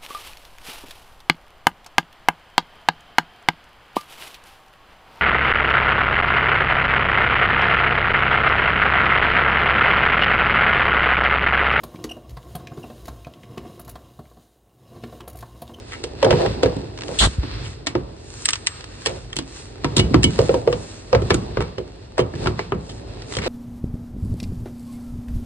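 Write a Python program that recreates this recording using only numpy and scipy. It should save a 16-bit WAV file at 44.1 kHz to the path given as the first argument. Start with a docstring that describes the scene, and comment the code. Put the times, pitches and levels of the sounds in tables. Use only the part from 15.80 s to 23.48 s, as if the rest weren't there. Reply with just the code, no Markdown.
"""A small wheel knocks on the steel bench of a manual tyre changer as it is dropped, dragged and levered.
Each knock rings the tyre and rim and shakes the bench. The lever's loose joint clinks, steel scrapes
on steel, and rubber rubs, skids and creaks as it sticks and slips. Gloves rustle and a sleeve brushes
the microphone. Everything is close, in a cramped workshop with little echo."""
import sys
import numpy as np
from scipy import signal
from scipy.fft import rfft, irfft
from scipy.io import wavfile

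SR = 44100
rng = np.random.default_rng(int(sys.argv[2]) if len(sys.argv) > 2 else 0)


def pcm_store(signal):
    """Save signal as 16-bit PCM."""
    levels = np.round(np.clip(np.atleast_2d(signal), -1, 1) * 32767)
    wavfile.write(sys.argv[1], SR, levels.astype(np.int16).T)


N = 338688
TIME = np.arange(N) / SR
AGE = np.arange(SR // 2) / SR   # seconds since a knock
EARLY_TICK_LEAD_S, EARLY_TICK_DB = 0.0051, -16.5   # a faint early tick about 5 ms before each hit

# The modes (natural ringing notes) of the wheel and of the steel lever.
# Each row: pitch in Hz, level in dB, t60 (the seconds it takes to fade by 60 dB).
WHEEL_MODES = [(234.6, -4, 0.089), (270.7, 0, 0.21), (311, -8.5, 0.25), (361.5, 1, 0.17), (420.6, -7, 0.18),
               (489.4, 0.5, 0.16), (534, 5.5, 0.075), (620, -3, 0.056)]
LEVER_MODES = [(941, 5.5, 0.14), (1091, -7, 0.14), (1322, 4.5, 0.096), (1677, -2.5, 0.067),
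               (2150, -1, 0.16), (2256, 7.5, 0.13), (2930, 3, 0.14), (3130, 9.5, 0.064), (3310, -6.5, 0.17),
               (3570, -11, 0.17), (4030, -10.5, .11), (4600, -9, 0.12), (7150, -4, .14),
               (8340, -14.5, 0.22)]
# The microphone's two openings. Each row: frequency in Hz, how alike room sound is in both (-1 to 1),
# how far the left leads in radians, how much louder the left is in dB.
MIC_PORTS = [(60, .98, -.25, .4), (149, .97, .45, -.3), (302, 0.99, -1.18, -3.5), (547, 0.015, 0.98, -2),
             (860, -0.52, -0.54, 1.5), (1180, -0.18, 0.7, 2), (1890, 0.68, 0.82, 1), (2800, -0.59, 4, -1.5),
             (4330, 0.4, 3.5, -1.5), (6240, 0.81, 3.5, 0), (8600, 0.67, 6.5, -1), (9920, 1, 9, 1)]


def from_db(db):
    """Turn decibels into a number to multiply by."""
    return 10 ** (np.asarray(db) / 20)


def rms_one(x):
    """Scale a sound so that its average strength (rms) is 1."""
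    return x / np.sqrt(np.mean(x ** 2) + 1e-20)


def unit_blow(x):
    """Scale a hit so that its first 30 ms have an average strength of 1."""
    return x / np.sqrt(np.mean(x[..., :SR * 3 // 100] ** 2) + 1e-20)


def add(out, start_s, sound):
    """Mix a short sound in at a given time."""
    start = round(start_s * SR)
    out[:, start:start + len(AGE)] += sound[..., :N - start]


def at_hz(rows, hz, column=1):
    """Look up a table's value at any frequency, sliding between its rows."""
    table = np.array(rows)
    return np.interp(np.log(np.maximum(hz, 1)), np.log(table[:, 0]), table[:, column])


def band(x, low_hz, high_hz, order=2):
    """Keep the part of a sound between two frequencies."""
    edges = [low_hz, min(high_hz, SR / 2 - 1)]
    return signal.sosfilt(signal.butter(order, edges, "band", fs=SR, output="sos"), x)


def drift(per_s):
    """A value that wanders at random."""
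    points = rng.standard_normal(int(N / SR * per_s) + 2)
    return np.interp(TIME * per_s, np.arange(len(points)), points)


def diffuse(size):
    """Stereo noise, as alike on left and right as sound arriving from all around."""
    alike = np.clip(at_hz(MIC_PORTS, np.fft.rfftfreq(size, 1 / SR)), -1, 1)
    mid, side = rfft(rng.standard_normal((2, size)))
    return irfft(np.sqrt((1 + alike) / 2) * mid + np.sqrt((1 - alike) / 2) * side * [[1], [-1]], size)


def colour(noise, tone):
    """Shape a noise's lows and highs by a table, cutting steeply beyond its ends."""
    hz = np.fft.rfftfreq(N, 1 / SR) + 1
    roll_off = np.minimum(1, np.minimum(hz / tone[0][0], tone[-1][0] / hz)) ** 6
    return rms_one(irfft(rfft(noise) * from_db(at_hz(tone, hz)) * roll_off, N))


def slips(per_s, spread_db):
    """Uneven random clicks of a surface that sticks and lets go."""
    sizes = from_db(spread_db * np.minimum(rng.exponential(1, N), 4)) * rng.choice([-1, 1], N)
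    return rms_one(sizes * (rng.random(N) < per_s / SR))


def dying(t60):
    """A fade that falls 60 dB in t60 seconds."""
    return np.exp(-np.log(1000) * AGE / t60)


def swells(moves, still_db, edge_db):
    """Loudness of movements rising out of a steady background, each edge_db down at its ends."""
    power = sum(from_db(db - edge_db * np.abs(2 * (TIME - middle_s) / length_s) ** 1.5) ** 2
                for middle_s, length_s, db in moves)
    return np.sqrt(from_db(still_db) ** 2 + power)


def slide(start_s, length_s, rise_s, sag_db_per_s, fade_db_per_s):
    """Loudness of a sliding touch: it builds up, sags while it lasts and fades away."""
    age = np.maximum(TIME - start_s, 0)
    drop_db = sag_db_per_s * age + fade_db_per_s * np.maximum(age - length_s, 0)
    return np.minimum(age / rise_s, 1) * from_db(-drop_db)


def ringing(modes, scatter_db):
    """Modes struck together, each with a random strength and point in its cycle."""
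    return sum(from_db(db + scatter_db * rng.standard_normal()) * dying(t60)
               * np.sin(2 * np.pi * (hz * AGE + rng.random())) for hz, db, t60 in modes)


def favoured(modes, pitch_hz, spread_octaves):
    """The spot that is hit brings out the modes near one pitch."""
    return [(hz, db - 6 * min((np.log2(hz / pitch_hz) / spread_octaves) ** 2, 3), t60)
            for hz, db, t60 in modes]


def burst(low_hz, high_hz, t60, room_db, room_t60):
    """A click sets many modes going; they die fast and leave a weaker tail in the room."""
    room = diffuse(len(AGE))
    direct = (0.7 * rng.standard_normal(len(AGE)) + 0.73 * room) * dying(t60)
    direct[:, 0] += 0.72 * np.linalg.norm(direct[0])   # the click
    tail = from_db(room_db) * room * dying(room_t60)
    return unit_blow(band(direct + tail, low_hz, high_hz, order=3))


def shoves():
    """As weight shifts on the wheel, the bench rumbles and rubber creeps over steel."""
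    # Each row: middle in seconds, length in seconds, rumble level in dB, rub level in dB.
    pushes = [(0.76, 0.75, -33, -32), (1.312, 0.16, -52, -32.5), (1.756, 0.3, -30.5, -39),
              (2.246, 0.26, -38, -41), (3.376, 0.19, -36.5, -63), (4.278, 0.32, -26.5, -30),
              (4.752, 0.49, -33, -31.5), (5.627, 0.4, -32.5, -34), (6.656, 0.11, -25, -26.5),
              (7.283, 1, -39, -41), (7.68, 0.24, -42.5, -29.5)]
    # The tone of the bench and of the rubber. Each row: frequency in Hz, level in dB.
    rumble_tone = [(12, -56), (20, -25), (31, -25), (49, 4), (76, -2.5), (108, 4.5), (189, -13.5),
                   (230, -15.5), (300, -15.5), (510, -120)]
    rub_tone = [(120, -38.5), (200, -10.5), (232, -3), (387, 0.5), (411, 2), (474, -3), (801, -8.5),
                (1000, -14), (1300, -31.5), (2200, -120)]
    rumble = swells([(s, length, db) for s, length, db, _ in pushes], still_db=-40.5, edge_db=6)
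    rub = swells([(s, length, db) for s, length, _, db in pushes], still_db=-44.5, edge_db=6.5)
    creep = (diffuse(N) + 0.39 * slips(per_s=120, spread_db=-3.5)) * from_db(0.87 * drift(per_s=22))
    return rumble * colour(diffuse(N), rumble_tone) + rub * colour(creep, rub_tone)


def gloves():
    """A sliding glove or sleeve rustles, with a fine hiss on top."""
    # Each row: middle in seconds, length in seconds, rustle level in dB, hiss in dB above the rustle.
    strokes = [(0.147, 0.34, -44, -8.5), (0.597, 0.28, -30.5, -14), (0.892, 0.54, -42, -12.5),
               (1.405, 0.29, -36, -4.5), (1.748, 0.33, -36.5, -18.5), (1.882, 0.14, -46.5, -0.5),
               (2.63, 0.31, -43, 1.5), (2.958, 0.28, -41.5, -9.5), (3.287, 0.34, -41.5, -5.5),
               (3.776, 0.22, -43, -1.5), (4.241, 0.45, -40.5, -11), (4.623, 0.32, -35.5, -5.5),
               (5.068, 0.39, -44, -1.5), (5.512, 0.4, -41.5, -8.5), (5.784, 0.31, -42.5, -16.5),
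               (6.637, 0.16, -36.5, -9.5), (6.816, 0.12, -39.5, -12.5), (7.11, 0.18, -50, -1),
               (7.38, 0.27, -45.5, -12.5), (7.54, 0.11, -40, -0.5), (7.68, 0.11, -30, -16)]
    # The two tones of the cloth. Each row: frequency in Hz, level in dB.
    rustle_tone = [(530, -26), (900, 2), (1050, 1.5), (1450, 1), (2430, -1.5), (2690, 1.5), (2940, -4),
                   (4350, 2), (5600, -8), (7800, -63.5), (13200, -120)]
    hiss_tone = [(5500, -7), (6800, -4.5), (8200, -7.5), (9300, -9), (10500, -30)]
    rustle = swells([(s, length, db) for s, length, db, _ in strokes], still_db=-51.5, edge_db=8.5)
    hiss = swells([(s, length, db + hiss_db) for s, length, db, hiss_db in strokes],
                  still_db=-63, edge_db=9.5)
    cloth = (diffuse(N) + 0.44 * slips(per_s=130, spread_db=4)) * from_db(1.04 * drift(per_s=35))
    return rustle * colour(cloth, rustle_tone) + hiss * colour(cloth, hiss_tone)


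def rim_scrapes():
    """The rim catches on steel in quick little jerks that ring the lever."""
    # Each row: start in seconds, length in seconds, level in dB, strongest pitch in Hz.
    scrapes = [(0.118, .035, -37, 1980), (0.511, 0.0074, -25.5, 2900), (1.846, 0.017, -37.5, 2700),
               (4.164, 0.031, -17, 3680), (5.804, 0.02, -36.5, 1590), (6.387, 0.016, -29, 2950),
               (7.092, 0.018, -40.5, 3500), (7.616, 0.1, -34.5, 2210)]
    out = np.zeros((2, N))
    grinding = slips(per_s=940, spread_db=5) + 0.63 * diffuse(N)
    grit = rms_one(band(grinding, 620, 5000))
    for start_s, length_s, db, pitch_hz in scrapes:
        screech = rms_one(band(grinding, 0.88 * pitch_hz, pitch_hz / 0.88, order=1))
        level = from_db(db) * slide(start_s, length_s, rise_s=0.0017, sag_db_per_s=37, fade_db_per_s=896)
        out += level * (from_db(-6.5) * grit + from_db(-1.5) * screech)
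    ring = signal.fftconvolve(out, ringing(LEVER_MODES, scatter_db=2)[None], axes=1)[:, :N]
    return out + from_db(-9.5) * rms_one(ring) * np.sqrt(np.mean(out ** 2))


def steel_blow(hardness_db):
    """Steel hits steel with a low clank, a crack and a high tick; harder hits sound brighter."""
    lower = burst(610, 1214, t60=0.05, room_db=-16, room_t60=0.55)
    upper = burst(915, 2660, t60=0.021, room_db=-14.5, room_t60=0.2)
    clank = unit_blow(lower + from_db(np.clip(0.5 * hardness_db - 1.5, -6, 8)) * upper)
    crack = burst(2500, 5380, t60=0.044, room_db=-19.5, room_t60=0.25)
    tick = burst(3500, 8800, t60=0.021, room_db=-20, room_t60=0.17)
    return from_db(-hardness_db) * clank + from_db(-2) * crack + from_db(hardness_db - 12) * tick


def ping(hz, t60):
    """One short note of steel."""
    return unit_blow(ringing([(hz, 0, t60)], scatter_db=0))


def lever_note(note_hz):
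    """The lever pings at one note, and its modes near that note ring on."""
    ring = unit_blow(ringing(favoured(LEVER_MODES, note_hz, spread_octaves=0.37), scatter_db=1))
    return unit_blow(ping(note_hz, t60=0.035) + from_db(-3) * ring)


def wheel_bonk(pitch_hz, swell_s=0.0031):
    """A hollow bonk that the rubber soon stops; the wheel rings on softly, with a short rattle."""
    bonk = unit_blow((AGE / swell_s) * np.exp(-AGE / swell_s) * np.sin(2 * np.pi * pitch_hz * AGE))
    fade_in = (1 - np.exp(-AGE / (2 * swell_s))) ** 2
    ring = fade_in * ringing(favoured(WHEEL_MODES, pitch_hz, spread_octaves=0.24), scatter_db=3.5)
    rattle = burst(0.62 * pitch_hz, 1.5 * pitch_hz, t60=0.055, room_db=-9, room_t60=0.42)
    return unit_blow(bonk + from_db(-3.5) * unit_blow(ring) + from_db(-5) * rattle)


def bench_thud(rise_s=0.021):
    """The heavy bench takes a moment to get moving, then booms and rattles."""
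    # Each row: pitch in Hz, level in dB, seconds to fade by 60 dB.
    bench_modes = [(63, -4.5, 0.36), (95.4, -9.5, 0.17), (111.8, 6, 0.2), (141.6, 4, 0.19),
                   (173.2, -4.5, 0.21)]
    boom = unit_blow(ringing(bench_modes, scatter_db=-3))
    rattle = from_db(-2) * burst(53, 210, t60=0.18, room_db=-15, room_t60=0.92)
    return 1.48 * (boom + rattle) * (1 - np.exp(-AGE / rise_s))


def knocks():
    """Each knock sounds steel, lever, wheel and bench at once, just after a faint early tick."""
    # Each row: start in seconds, bench level in dB, wheel level in dB, wheel pitch in Hz, steel level
    # in dB, hardness in dB (more is brighter), lever note in Hz, that note's level in dB.
    hits = [(.239, -49, -28, 420, -30.5, 7.5, 2900, -53), (0.428, -38.5, -12.5, 545, -25.5, -3, 905, -22),
            (.446, -19.5, -12, 473, -25.5, 1, 1620, -30.5), (.507, -17.5, -15, 625, -23, -3, 2800, -26),
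            (.527, -21.5, -14.5, 478, -35, -11, 915, -27), (.661, -19.5, -24, 400, -32, -3.5, 2800, -37),
            (.832, -22.5, -11.5, 497, -23, 0, 722, -27), (.859, -26, -16, 481, -34, -4, 1690, -37),
            (0.966, -28.5, -25.5, 232, -45, 6, 915, -51), (1.29, -31, -29, 527, -60, -3, 940, -53),
            (1.632, -36, -29.5, 310, -45, -5, 955, -52.5),
            (2.069, -29.5, -28.5, 292, -22.5, 5.5, 1842, -28.5),
            (2.152, -26.5, -17, 343, -36, -10, 953, -38), (3.26, -52, -30.5, 493, -19.5, 6.5, 1855, -28),
            (3.269, -30.5, -27, 464, -28.5, 11, 2900, -38.5), (3.566, -29, -35.5, 343, -27, 10, 3320, -36),
            (3.588, -53, -28.5, 310, -29, 5.5, 4160, -35), (4.045, -21, -20, 323, -27.5, -3.5, 1037, -25.5),
            (4.168, -12, -19, 332, -23.5, 12, 3600, -26.5), (4.195, -13, -16.5, 327, -23.5, 4, 2830, -20),
            (4.31, -22.5, -20.5, 250, -66, -8, 920, -51), (4.343, -11.5, -8, 315, -23.5, -4.5, 1193, -22.5),
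            (4.441, -14, -16, 324, -20, 12, 3000, -13.5), (4.59, -16.5, -10, 460, -26.5, -2.5, 870, -37),
            (4.693, -20, -11.5, 480, -35.5, -7, 1390, -38), (4.742, -40, -16, 519, -34, 2.5, 960, -29),
            (4.875, -26, -10, 487, -34, -5.5, 1140, -39), (4.927, -25, -22, 498, -30, -1, 2870, -36.5),
            (5.329, -20, -10.5, 516, -29, -8.5, 1204, -33),
            (5.349, -17.5, -13.5, 478, -27.5, -7, 1600, -29), (5.42, -19, -24.5, 393, -41, 4, 1286, -42),
            (5.505, -16, -15.5, 412.5, -21, -2, 1735, -23), (5.543, -18, -19.5, 336, -29, 13, 1420, -32),
            (5.771, -20, -20.5, 421, -38, -12.5, 920, -50), (5.806, -45, -25, 416, -38.5, -11, 1035, -33.5),
            (5.982, -35, -24, 395, -39.5, -2.5, 3010, -42.5), (6.38, -45, -22.5, 614, -32, -7, 930, -31.5),
            (6.392, -18.5, -12.5, 422, -31.5, -8.5, 3060, -44),
            (6.538, -26.5, -30.5, 340, -57, -13, 1730, -45),
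            (6.659, -16.5, -29.5, 355, -37.5, -11.5, 1600, -33.5),
            (6.671, -20.5, -23, 370, -28.5, -2, 1375, -27), (6.792, -31, -28, 400, -34, -8, 2050, -33),
            (6.921, -19.5, -21, 380, -50, -24, 1224, -31.5),
            (7.568, -23, -28.5, 500, -28.5, 5.5, 3240, -32)]
    out = np.zeros((2, N))
    for start_s, bench_db, wheel_db, pitch_hz, steel_db, hardness_db, note_hz, note_db in hits:
        steel = from_db(steel_db) * steel_blow(hardness_db)
        lever = from_db(note_db) * lever_note(note_hz)
        wheel = from_db(wheel_db) * wheel_bonk(pitch_hz)
        bench = from_db(bench_db) * bench_thud()
        add(out, start_s, steel + lever + wheel + bench)
        early_tick = from_db(EARLY_TICK_DB + 0.5 * min(hardness_db, 0)) * steel   # weaker for dull hits
        add(out, start_s - EARLY_TICK_LEAD_S * rng.uniform(0.52, 1.7), early_tick)
    return out


def tyre_skids():
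    """Rubber sticks and slips on the bench, and each slip sets the wheel ringing."""
    # Each row: start in seconds, length in seconds, level in dB.
    skids = [(0.455, 0.053, -13), (0.584, 0.077, -15), (3.276, 0.075, -28.5), (7.655, .025, -19.5)]
    level = sum(from_db(db) * slide(start_s, length_s, rise_s=0.0025, sag_db_per_s=60, fade_db_per_s=278)
                for start_s, length_s, db in skids)
    grip = level * (slips(per_s=530, spread_db=4.5) + 1.04 * diffuse(N))
    wheel = ringing(favoured(WHEEL_MODES, pitch_hz=470, spread_octaves=0.55), scatter_db=2)
    groan = signal.fftconvolve(band(grip, 190, 800), wheel[None], axes=1)[:, :N]
    grit = band(grip, 540, 864)
    return (rms_one(groan) + from_db(-5) * rms_one(grit)) * np.sqrt(np.mean(level ** 2))


def tread_creaks():
    """The gripped tread lets go in small, dry ticks."""
    # Each row: start in seconds, level in dB.
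    ticks = [(1.176, -41), (1.188, -40.5), (1.209, -39), (1.22, -36.5), (1.235, -37.5), (1.282, -38),
             (3.009, -42), (3.042, -39.5), (6.553, -46), (7.421, -43.5), (7.524, -36.5), (7.538, -38),
             (7.552, -33.5)]
    out = np.zeros((2, N))
    for start_s, db in ticks:
        add(out, start_s, from_db(db) * burst(720, 5560, t60=0.015, room_db=-9, room_t60=0.043))
    return out


def sleeve_brush(start_s=1.386, length_s=0.07, squeak_s=0.014, squeak_hz=3470):
    """Cloth hisses and squeaks on the microphone, then lies flat, rasps and pumps air into it."""
    flat_s = start_s + squeak_s
    hiss = from_db(-12) * slide(start_s, length_s, rise_s=0.0039, sag_db_per_s=68, fade_db_per_s=647)
    squeak = from_db(-17) * slide(start_s, squeak_s, rise_s=0.008, sag_db_per_s=0, fade_db_per_s=700)
    rasp = from_db(-16) * slide(flat_s, length_s - squeak_s,
                                rise_s=0.016, sag_db_per_s=23, fade_db_per_s=906)
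    puff = from_db(-14) * slide(flat_s, length_s=0.071, rise_s=0.018, sag_db_per_s=21, fade_db_per_s=384)
    threads = rng.standard_normal((2, N)) + 0.57 * slips(per_s=820, spread_db=1)
    whistle = rms_one(band(threads, 0.98 * squeak_hz, 1.02 * squeak_hz))
    bright = rms_one(band(threads, 2870, 4130)) + 0.52 * rms_one(band(threads, 6700, 8440))
    rough = rms_one(band(threads, 350, 1940))
    sway = signal.hilbert(band(rng.standard_normal(N), 52, 72))
    air = rms_one(np.cos(np.angle(sway)))   # an uneven flutter of even strength
    flap = from_db(-10) * rms_one(band(rng.standard_normal(N), 97, 258))
    return hiss * rms_one(bright) + squeak * whistle + rasp * rough + puff * (air + flap)


def microphone_bump(start_s=1.583, swell_s=0.009, final_hz=58, db=-11):
    """The arm bumps the microphone as it moves off: a soft thump that drops to a deep note."""
    out = np.zeros((2, N))
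    hz = final_hz * (1 + 3 * dying(t60=0.027))
    level = from_db(db) * (AGE / swell_s) * np.exp(1 - AGE / swell_s)
    add(out, start_s, level * np.sin(2 * np.pi * np.cumsum(hz) / SR))
    return out


def joint_clinks():
    """The lever's light, loose joint gives a thin snap, a ping and a faint lasting ring."""
    # Each row: start in seconds, level in dB, hardness in dB, note in Hz, that note's level in dB.
    clinks = [(2.656, -28.5, 9, 8230, -23.5), (2.688, -25, 1.5, 1214, -27), (2.706, -36.5, 6, 8700, -31.5),
              (2.733, -29.5, 1.5, 3200, -31), (2.756, -39, -2.5, 1750, -44), (2.87, -25, 4, 1986, -27.5),
              (3.53, -48, -7, 3220, -34), (4.432, -30.5, 1, 2730, -26), (6.381, -51, 3, 8080, -43),
              (7.587, -42, -12, 1750, -41.5)]
    # Each row: pitch in Hz, level in dB, seconds to fade by 60 dB.
    joint_modes = [(1160, -3, 0.28), (1250, -2.5, 0.64), (1760, 2, 0.18), (3220, -4, .33), (7540, -7, .4),
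                   (7650, -3.5, .5), (8236, -4.5, 0.5), (8300, -9, .45)]
    out = np.zeros((2, N))
    for start_s, db, hardness_db, note_hz, note_db in clinks:
        low = from_db(-1 - hardness_db) * burst(954, 2420, t60=0.038, room_db=-21, room_t60=0.3)
        middle = from_db(6.5) * burst(1860, 6250, t60=0.032, room_db=-24.5, room_t60=0.17)
        high = from_db(hardness_db - 6) * burst(7600, 8970, t60=0.026, room_db=-39, room_t60=0.37)
        snap = low + middle + high
        ring = from_db(-15) * unit_blow(ringing(joint_modes, scatter_db=2))
        add(out, start_s, from_db(db) * (snap + ring) + from_db(note_db) * ping(note_hz, t60=0.018))
        add(out, start_s - EARLY_TICK_LEAD_S, from_db(db + EARLY_TICK_DB) * snap)
    return out


def scene():
    """All the sounds together, close to the microphone."""
    wheel_work = knocks() + joint_clinks() + rim_scrapes() + tread_creaks() + tyre_skids()
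    return wheel_work + sleeve_brush() + microphone_bump() + shoves() + gloves()


def record(dry):
    """Left and right get their own timing and level; peaks are rounded and the highest treble is cut."""
    hz = np.fft.rfftfreq(N, 1 / SR)
    side = np.array([[0.5], [-0.5]])
    timing = np.exp(1j * side * at_hz(MIC_PORTS, hz, column=2))
    balance = from_db(side * at_hz(MIC_PORTS, hz, column=3))
    heard = irfft(rfft(dry) * timing * balance, N)
    rounded = 1.065 * np.tanh(heard / 1.13)
    treble_cut = signal.ellip(10, 0.3, 80, 10000, fs=SR, output="sos")   # above 10000 Hz
    return signal.sosfilt(treble_cut, rounded)


dry = scene()
out = record(dry)
pcm_store(out)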